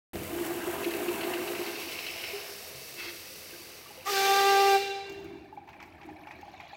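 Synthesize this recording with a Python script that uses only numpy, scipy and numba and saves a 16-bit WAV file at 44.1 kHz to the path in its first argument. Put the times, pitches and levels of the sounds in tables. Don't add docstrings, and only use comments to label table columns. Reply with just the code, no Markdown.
import sys
import numpy as np
from scipy import signal
from scipy.fft import rfft, irfft, next_fast_len
from scipy.io import wavfile
from numba import njit

SR = 44100
rng = np.random.default_rng(int(sys.argv[2]) if len(sys.argv) > 2 else 0)


def transcribe(u):
    v = np.clip(np.atleast_2d(u).T, -1, 1)
    q = np.round(v * 32767).astype(np.int16)
    wavfile.write(sys.argv[1], SR, q)


N = 298116
T = np.arange(N) / SR
START_S, TRAP_CLEARS_S = 0.1332, 1.895
SPUTTER_START_S, SPUTTER_END_S = 2.988, 3.098
GROAN_START_S = 4.072

# (time [s], level [dB])
POUR_LEVEL = [(0.14, -4.5), (0.26, -6.5), (0.41, -0.5), (1.12, 2), (1.62, -2), (2.05, -11), (2.36, -7.5),
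              (2.55, -14), (3.45, -20), (4.04, -15)]
# (frequency [Hz], level [dB])
SIZZLE_TONE = [(3000, -39), (3700, -2), (4300, -3.5), (4800, 1), (5300, -3.5), (6100, -2.5), (7200, -24.5)]
# (frequency [Hz], level [dB])
SLAP_TONE = [(700, -21), (1800, -11), (2400, -6.5), (2670, 1), (3000, -5.5), (3500, -15.5), (4200, -10),
             (5000, -22), (15000, -37)]
# (frequency [Hz], level [dB])
RUMBLE_TONE = [(20, -39), (45, -6.5), (65, -5.5), (85, 7.5), (105, -2.5), (160, -0.5), (220, -3.5),
               (340, -1), (500, -14), (900, -22.5), (2500, -19), (6000, -39), (15000, -53)]


def undb(db):
    return 10 ** (np.asarray(db) / 20)


def unit(x):
    return x / np.sqrt(np.mean(x ** 2) + 1e-20)


def curve(points):
    return np.interp(T, *np.transpose(points))


def at(points, hz):
    f, value = np.transpose(points)
    return np.interp(np.log(hz + 1), np.log(f), value)


def colour(x, tone):
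    size = next_fast_len(len(x))
    gain = undb(at(tone, np.fft.rfftfreq(size, 1 / SR)))
    return unit(irfft(rfft(x, size) * gain, size)[:len(x)])


def noise():
    return rng.standard_normal(N)


def wander(rate):
    return unit(np.interp(T * rate, np.arange(N // 20), rng.standard_normal(N // 20)))


def since(start):
    return np.maximum(T - start, 0)


def between(start, end, fade):
    return np.clip(1 + np.minimum(T - start, end - T) / fade, 0, 1)


def bursts(times, peaks_db, rise, decay):
    out, t = np.zeros(N + SR), T[:SR // 5]
    shape = (1 - np.exp(-t / rise)) * np.exp(-t / decay)
    for s, db in zip(times, peaks_db):
        out[int(s * SR):int(s * SR) + len(t)] += undb(db) * shape / shape.max()
    return out[:N]


@njit
def ring(start, hz, ring_s, size, glide):
    out = np.zeros(N)
    for k in range(len(start)):
        first, length, phase = int(start[k] * SR), int(ring_s[k] * SR) + 2, 0.
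        for i in range(min(length, N - first)):
            phase += 2 * np.pi * hz[k] * (1 + glide * i / length) / SR
            envelope = np.exp(-6.9 * i / length) * (1 - np.exp(-phase / 5))
            out[first + i] += size[k] * envelope * np.sin(phase)
    return out


def bubbles(lo_hz, hi_hz, cycles, spread_db, count):
    when, pitch, chance = rng.random((count, 3)).T
    hz = lo_hz * (hi_hz / lo_hz) ** pitch
    size = undb(-spread_db * np.log(.02 + chance)) * hz / lo_hz
    return unit(ring(when * N / SR, hz, cycles / hz, size, glide=0.19))


def patter(spread_db, rate):
    return noise() * undb(spread_db * wander(rate))


def pipe_thump():
    thump = colour(noise(), [(25, -16), (45, -14), (80, -6), (200, 1), (500, -3), (2000, -50)])
    knock = colour(noise(), [(60, 5), (600, 2), (4000, -12), (9000, -28)])
    return (thump * bursts([.146], [-38], rise=0.0052, decay=0.055)
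            + knock * bursts([.156], [-29], rise=.0002, decay=0.0012))


def jet():
    # (time [s], level [dB])
    flow_level = [(0.14, -3), (0.3, -0.5), (0.83, 1.5), (1.22, 0.9), (1.45, 1), (2.4, -2), (3.2, -3.2),
                  (3.6, -5), (4.04, -10.5)]
    # (frequency [Hz], level [dB])
    jet_tone = [(120, -39), (230, -51), (310, -74), (410, 2), (520, 0), (740, -24.5), (1300, -16),
                (1800, -11.5), (2400, -12.5), (2800, -10), (3300, -15.5), (4500, -19.5), (7000, -16.5),
                (8800, -15), (9800, -15.5), (13500, -13), (15700, -14)]
    flow_db = curve(flow_level)
    flicker_db = 1.1 * wander(30) * between(0, TRAP_CLEARS_S, fade=.3)
    narrowing_db = 11.5 * np.minimum(since(1.17) / 0.57, 1)
    hiss = in_bowl(colour(patter(spread_db=1.5, rate=400), jet_tone))
    sizzle = in_bowl(colour(patter(spread_db=0.5, rate=100), SIZZLE_TONE))
    return hiss * undb(-42.5 + flow_db + flicker_db) + sizzle * undb(-59 + flow_db + narrowing_db)


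def in_bowl(x):
    # (delay [s], gain [ratio])
    echoes = [(.0009, 0.17), (.0021, -0.13), (.0034, .12)]
    return unit(x + sum(gain * np.interp(T - delay, T, x, left=0) for delay, gain in echoes))


def trap_churn():
    # (frequency [Hz], level [dB])
    churn_tone = [(40, -56), (90, -28.5), (190, -20.5), (260, -12), (320, -9), (352, 7.5), (378, -23.5),
                  (406, -2.5), (450, -21.5), (490, -12), (650, -34), (1200, -53)]
    clearing_db = -11 * np.minimum(since(TRAP_CLEARS_S) / 0.12, 1)
    stirring_db = 11 * between(SPUTTER_START_S, SPUTTER_END_S, fade=0.071)
    churn = colour(bubbles(54.3, 940, cycles=7.3, spread_db=2.0, count=5000), churn_tone)
    return churn * undb(-36.5 + 0.94 * curve(POUR_LEVEL) + clearing_db + stirring_db)


def splash_and_spray():
    # (frequency [Hz], level [dB])
    splash_tone = [(350, -38), (560, -14), (635, 6), (665, 8), (700, 2.5), (800, 1), (1100, -3), (1480, -6),
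                   (1560, -2), (1650, -4.5), (2100, -10), (3500, -19), (7000, -48)]
    # (frequency [Hz], level [dB])
    spray_tone = [(900, -16), (1800, -12.5), (2200, 1.5), (2450, -1), (2680, -1), (3000, -3.5), (3400, -12),
                  (4000, -8), (6000, -34), (15000, -43)]
    weakens_s, mist_db = 2.294, -57
    spray_db = np.maximum(-42 - 6.5 * np.maximum(weakens_s - T, 0) - 53 * since(weakens_s), mist_db)
    splash_db = -41 + curve(POUR_LEVEL)
    splash = colour(bubbles(450, 6000, cycles=16, spread_db=2, count=11000), splash_tone)
    splash *= undb(splash_db + 0.7 * wander(16))
    spray = colour(bubbles(1252, 14400, cycles=22, spread_db=2.5, count=20000), spray_tone)
    spray *= undb(spray_db + 0.7 * wander(16))
    pings = colour(bubbles(2020, 4850, cycles=70, spread_db=3, count=1600), SLAP_TONE)
    return splash + spray + pings * undb(np.maximum(spray_db, splash_db - 9.5) - 3)


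def rumble():
    vent = undb(-59.5)
    shudder = undb(-42) * np.exp(-since(START_S) / 0.28)
    pipe = undb(-62 + curve(POUR_LEVEL)) + shudder
    return colour(noise(), RUMBLE_TONE) * np.hypot(vent, pipe) * undb(wander(4))


def tiled_room():
    # (frequency [Hz], time to fade by 60 dB [s])
    ring_times = [(100, 1.2), (400, 1.65), (800, 1.5), (1600, 1.2), (3200, 1.2), (6400, 1), (12800, .55)]
    t = T[:2 * SR]
    spectrum, f = rfft(rng.standard_normal(len(t))), np.fft.rfftfreq(len(t), 1 / SR)
    octaves_hz, tail = 100 * 2. ** np.arange(8), 0
    for hz, share in zip(octaves_hz, np.eye(len(octaves_hz))):
        band = irfft(spectrum * np.interp(np.log(f + 1), np.log(octaves_hz), share))
        fade_rate = np.log(1000) / at(ring_times, hz)
        tail += band * np.exp(-fade_rate * t) * np.sqrt(2 * fade_rate / SR)
    size = next_fast_len(N + len(t))
    response = rfft(tail * np.clip(t / 0.0009, 0, 1), size)
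    return lambda x: irfft(rfft(x, size) * response, size)[:N]


def gulps():
    # (time [s], level [dB], pitch [Hz])
    pockets = [(0.141, -31.5, 339), (0.328, -25.5, 343), (0.409, -25, 342), (0.533, -37, 356),
               (0.667, -22, 357), (0.859, -24.5, 339), (1.08, -23, 351.3), (1.31, -24, 351),
               (1.414, -27, 341), (1.592, -24, 350), (1.759, -33, 351), (1.87, -35, 353.7),
               (2.333, -30, 402), (2.744, -47, 134), (3.059, -37.5, 345), (3.535, -41, 1585),
               (3.53, -42, 346), (3.6, -42, 351.4), (3.859, -40, 1145), (3.905, -40.5, 827),
               (3.976, -39.5, 514), (5.243, -38, 329), (5.33, -38, 289), (6.071, -39, 305)]
    times, db, hz = np.array(pockets, float).T.copy()
    return ring(times, hz, ring_s=67 / hz, size=undb(db), glide=0.03)


def spray_slaps():
    # (time [s], level [dB])
    hits = [(0.842, -32.5), (0.906, -37.5), (0.9366, -36), (1.0812, -35), (1.208, -33.5), (1.232, -35),
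            (1.3356, -31.5), (1.4735, -37), (1.549, -37.5), (1.6633, -33.5), (1.919, -35.5), (1.987, -34.5),
            (2.064, -33), (2.237, -33.5)]
    slap = colour(noise(), SLAP_TONE) + undb(-21) * colour(noise(), SIZZLE_TONE)
    return slap * bursts(*np.transpose(hits), rise=0.0017, decay=0.0081)


def valve_whistle():
    whistle = colour(noise(), [(4600, -41), (5050, -15), (5230, 17), (5600, -8), (6300, -30)])
    return whistle * undb(-51) * between(2.16, 2.34, fade=0.41)


def valve_sputter():
    # (frequency [Hz], level [dB])
    sputter_tone = [(600, -19), (1500, -8), (1790, -5), (1950, -8), (2130, 4), (2350, -12), (2660, 4.5),
                    (2950, -16), (3260, -3), (3600, -15), (4700, -7.5), (8000, -38)]
    spit = colour(patter(spread_db=1.5, rate=150), sputter_tone) * undb(-38.5)
    hiss = colour(noise(), SIZZLE_TONE) * undb(-52)
    sag = undb(-26 * since(SPUTTER_START_S))
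    return (spit + hiss) * sag * between(SPUTTER_START_S, SPUTTER_END_S, fade=0.017)


def groan(room):
    # (time [s], pitch [Hz])
    pitch = [(4.055, 383), (4.08, 402), (4.105, 409), (4.135, 391), (4.18, 390), (4.25, 392.5), (4.46, 395),
             (4.66, 395.3), (4.78, 393.7)]
    # (multiple of the pitch [ratio], relative level [dB], echo against direct [dB])
    harmonics = [(1, -3, -3), (2, 0.24, -14.5), (3, -7, -17), (4, -10, -9), (5, -16.5, 2), (6, -14.5, 28),
                 (7, -14, 33), (8, -19, -2), (9, -14.5, -3), (10, -17.5, 27), (11, -19, 20), (12, -19.5, 2),
                 (13, -26, 5), (14, -23.5, -6), (15, -41, 10), (16, -24.5, -6)]
    end_s, pipe_ring_s = 4.762, 0.035
    age = since(GROAN_START_S)
    swell_db = -11 * np.exp(-age / 0.067)
    uneven = 0.0072 + .2 * np.exp(-age / .13)
    hz = curve(pitch) * (1 + .0075 * wander(400))
    phase = 2 * np.pi * np.cumsum(hz) / SR + uneven * wander(250)
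    attack = between(GROAN_START_S, 7, fade=0.018)
    horn = 0
    for k, db, echo_db in harmonics:
        sounding = attack * np.exp(-k * since(end_s) / pipe_ring_s)
        drift_db = 7 * age if k in (1, 2, 7) else 2.6 * wander(16) - 5.5 * age
        size = undb(swell_db + drift_db + 22 * uneven * wander(40)) * sounding
        tone = np.sin(k * phase + rng.uniform(0, 2 * np.pi)) * size
        heard = unit(tone) + undb(echo_db) * unit(room(tone))
        horn += undb(db - 26) * heard / np.std(heard[sounding > .5])
    hiss = vapour_hiss(phase)
    return horn + undb(-5.5) * hiss + undb(-4) * room(hiss)


def vapour_hiss(phase):
    # (frequency [Hz], level [dB])
    hiss_tone = [(100, -19), (280, -10.5), (450, 10.5), (620, -9), (1000, -10.5), (1400, -3.5), (2000, 1.5),
                 (2600, 3), (3200, -3), (4700, 2), (6800, -3.5), (8200, -7), (10000, -11.5), (13000, -7),
                 (15700, -9.5)]
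    end_s, fade_s = 4.748, 0.024
    building = 1 - np.exp(-since(GROAN_START_S - fade_s) / 0.028)
    level = undb(-28 - 8 * since(GROAN_START_S)) * building * between(0, end_s, fade_s)
    return colour(noise() * (1 + np.cos(phase)), hiss_tone) * level


def droplets():
    # (time [s], level [dB])
    hits = [(5.095, -48.5), (5.122, -51), (5.198, -59), (5.243, -55), (5.69, -61), (5.825, -52.5),
            (6.41, -55.5)]
    fizz = colour(patter(spread_db=5, rate=90), [(3000, -6), (7000, -2), (10000, -4), (14000, 0)])
    ticks = colour(noise(), [(2500, -7), (6500, 1.5), (10000, -21), (13500, -5)])
    return (fizz * undb(-78) * between(4.7, 7, fade=0.16)
            + ticks * bursts(*np.transpose(hits), rise=0.00078, decay=0.0056))


def trickle():
    # (frequency [Hz], level [dB])
    trickle_tone = [(450, -15), (640, 0), (810, 0.5), (1100, -8.5), (1400, -16), (1750, -4), (2000, -17),
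                    (2300, -0.5), (3000, -26), (4200, -21), (6000, -32), (8000, -42), (11000, -34),
                    (15700, -37)]
    film_s, rim_s = 5.15, 5.68
    film = undb(-51.5 - 26.5 * since(film_s)) * between(film_s, 7, fade=0.45)
    rim = undb(-57.5 + 5 * since(rim_s) + 1.5 * wander(9)) * between(rim_s, 7, fade=0.036)
    stream = colour(bubbles(504, 15320, cycles=50, spread_db=3.6, count=7000), trickle_tone)
    burble = colour(bubbles(550, 984, cycles=33, spread_db=2.5, count=700), trickle_tone)
    return (stream + undb(-9.5) * burble) * np.hypot(film, rim)


def gurgles():
    # (time [s], length [s], level [dB])
    swallows = [(5.11, 0.048, -49), (5.246, 0.15, -48.5), (5.794, 0.15, -58.5), (6.072, .04, -51),
                (6.364, 0.028, -54)]
    level = sum(undb(db) * between(s, s + length, fade=0.067) for s, length, db in swallows)
    air = bubbles(197, 417, cycles=8.4, spread_db=2.5, count=900)
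    gurgle = colour(air, [(150, -14), (260, -7), (335, 8.5), (450, -10)])
    boom = undb(-4.5) * colour(noise(), RUMBLE_TONE)
    return (gurgle + boom) * level


def drips():
    # (time [s], bubble level [dB], bubble pitch [Hz], splash level [dB])
    drops = [(5.526, -35.5, 851, -76), (5.574, -29.5, 806, -51), (5.675, -43, 898, -47),
             (5.688, -58, 794, -42.5), (5.73, -54, 800, -43), (5.801, -58, 794, -37.5),
             (5.827, -42, 810, -42), (6.012, -47, 807, -43), (6.03, -44, 770, -45),
             (6.089, -34.5, 808, -46), (6.163, -39.5, 788, -62), (6.27, -34.5, 844, -39.5),
             (6.309, -40, 815, -37), (6.43, -34, 810, -55), (6.479, -35.5, 804, -52),
             (6.538, -37, 750, -44), (6.6, -41, 790, -38), (6.632, -40, 685, -55), (6.692, -46, 736, -50),
             (6.731, -33, 810, -47)]
    # (frequency [Hz], level [dB])
    splash_tone = [(400, -8), (900, 8.5), (1700, 3), (2300, 12), (3000, -1.5), (4200, -7), (6000, -13),
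                   (9000, -29), (14000, -28)]
    times, db, hz, splash_db = np.array(drops, float).T.copy()
    plops = ring(times, hz, ring_s=np.full(len(times), 0.068), size=undb(db), glide=0.068)
    splash = colour(bubbles(787, 16200, cycles=21, spread_db=0, count=40000), splash_tone)
    return plops + splash * bursts(times, splash_db - 6.5, rise=0.00061, decay=0.014)


def strainer_tinkle():
    pings = bubbles(2450, 9400, cycles=93, spread_db=3, count=4000)
    tinkle = colour(pings, [(2500, 5), (4000, 5), (5000, -6), (7000, -12), (9000, -34)])
    return tinkle * undb(-58) * between(6.74, 7, fade=0.61)


def scene():
    room = tiled_room()
    valve_open = between(0, 4.06, fade=0.2)
    water = (jet() + trap_churn() + splash_and_spray() + valve_whistle()) * valve_open
    water += pipe_thump() + gulps() + spray_slaps() + valve_sputter()
    water += droplets() + trickle() + gurgles() + drips() + strainer_tinkle()
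    return (undb(-1.2) * water + undb(-7) * room(water) + groan(room) + rumble())[None]


def record(dry):
    top_hz = 15800
    treble_cut = signal.ellip(10, .2, 80, top_hz, fs=SR, output="sos")
    return signal.sosfilt(treble_cut, dry * between(START_S, 7, fade=0.001))


dry = scene()
out = record(dry)
transcribe(out)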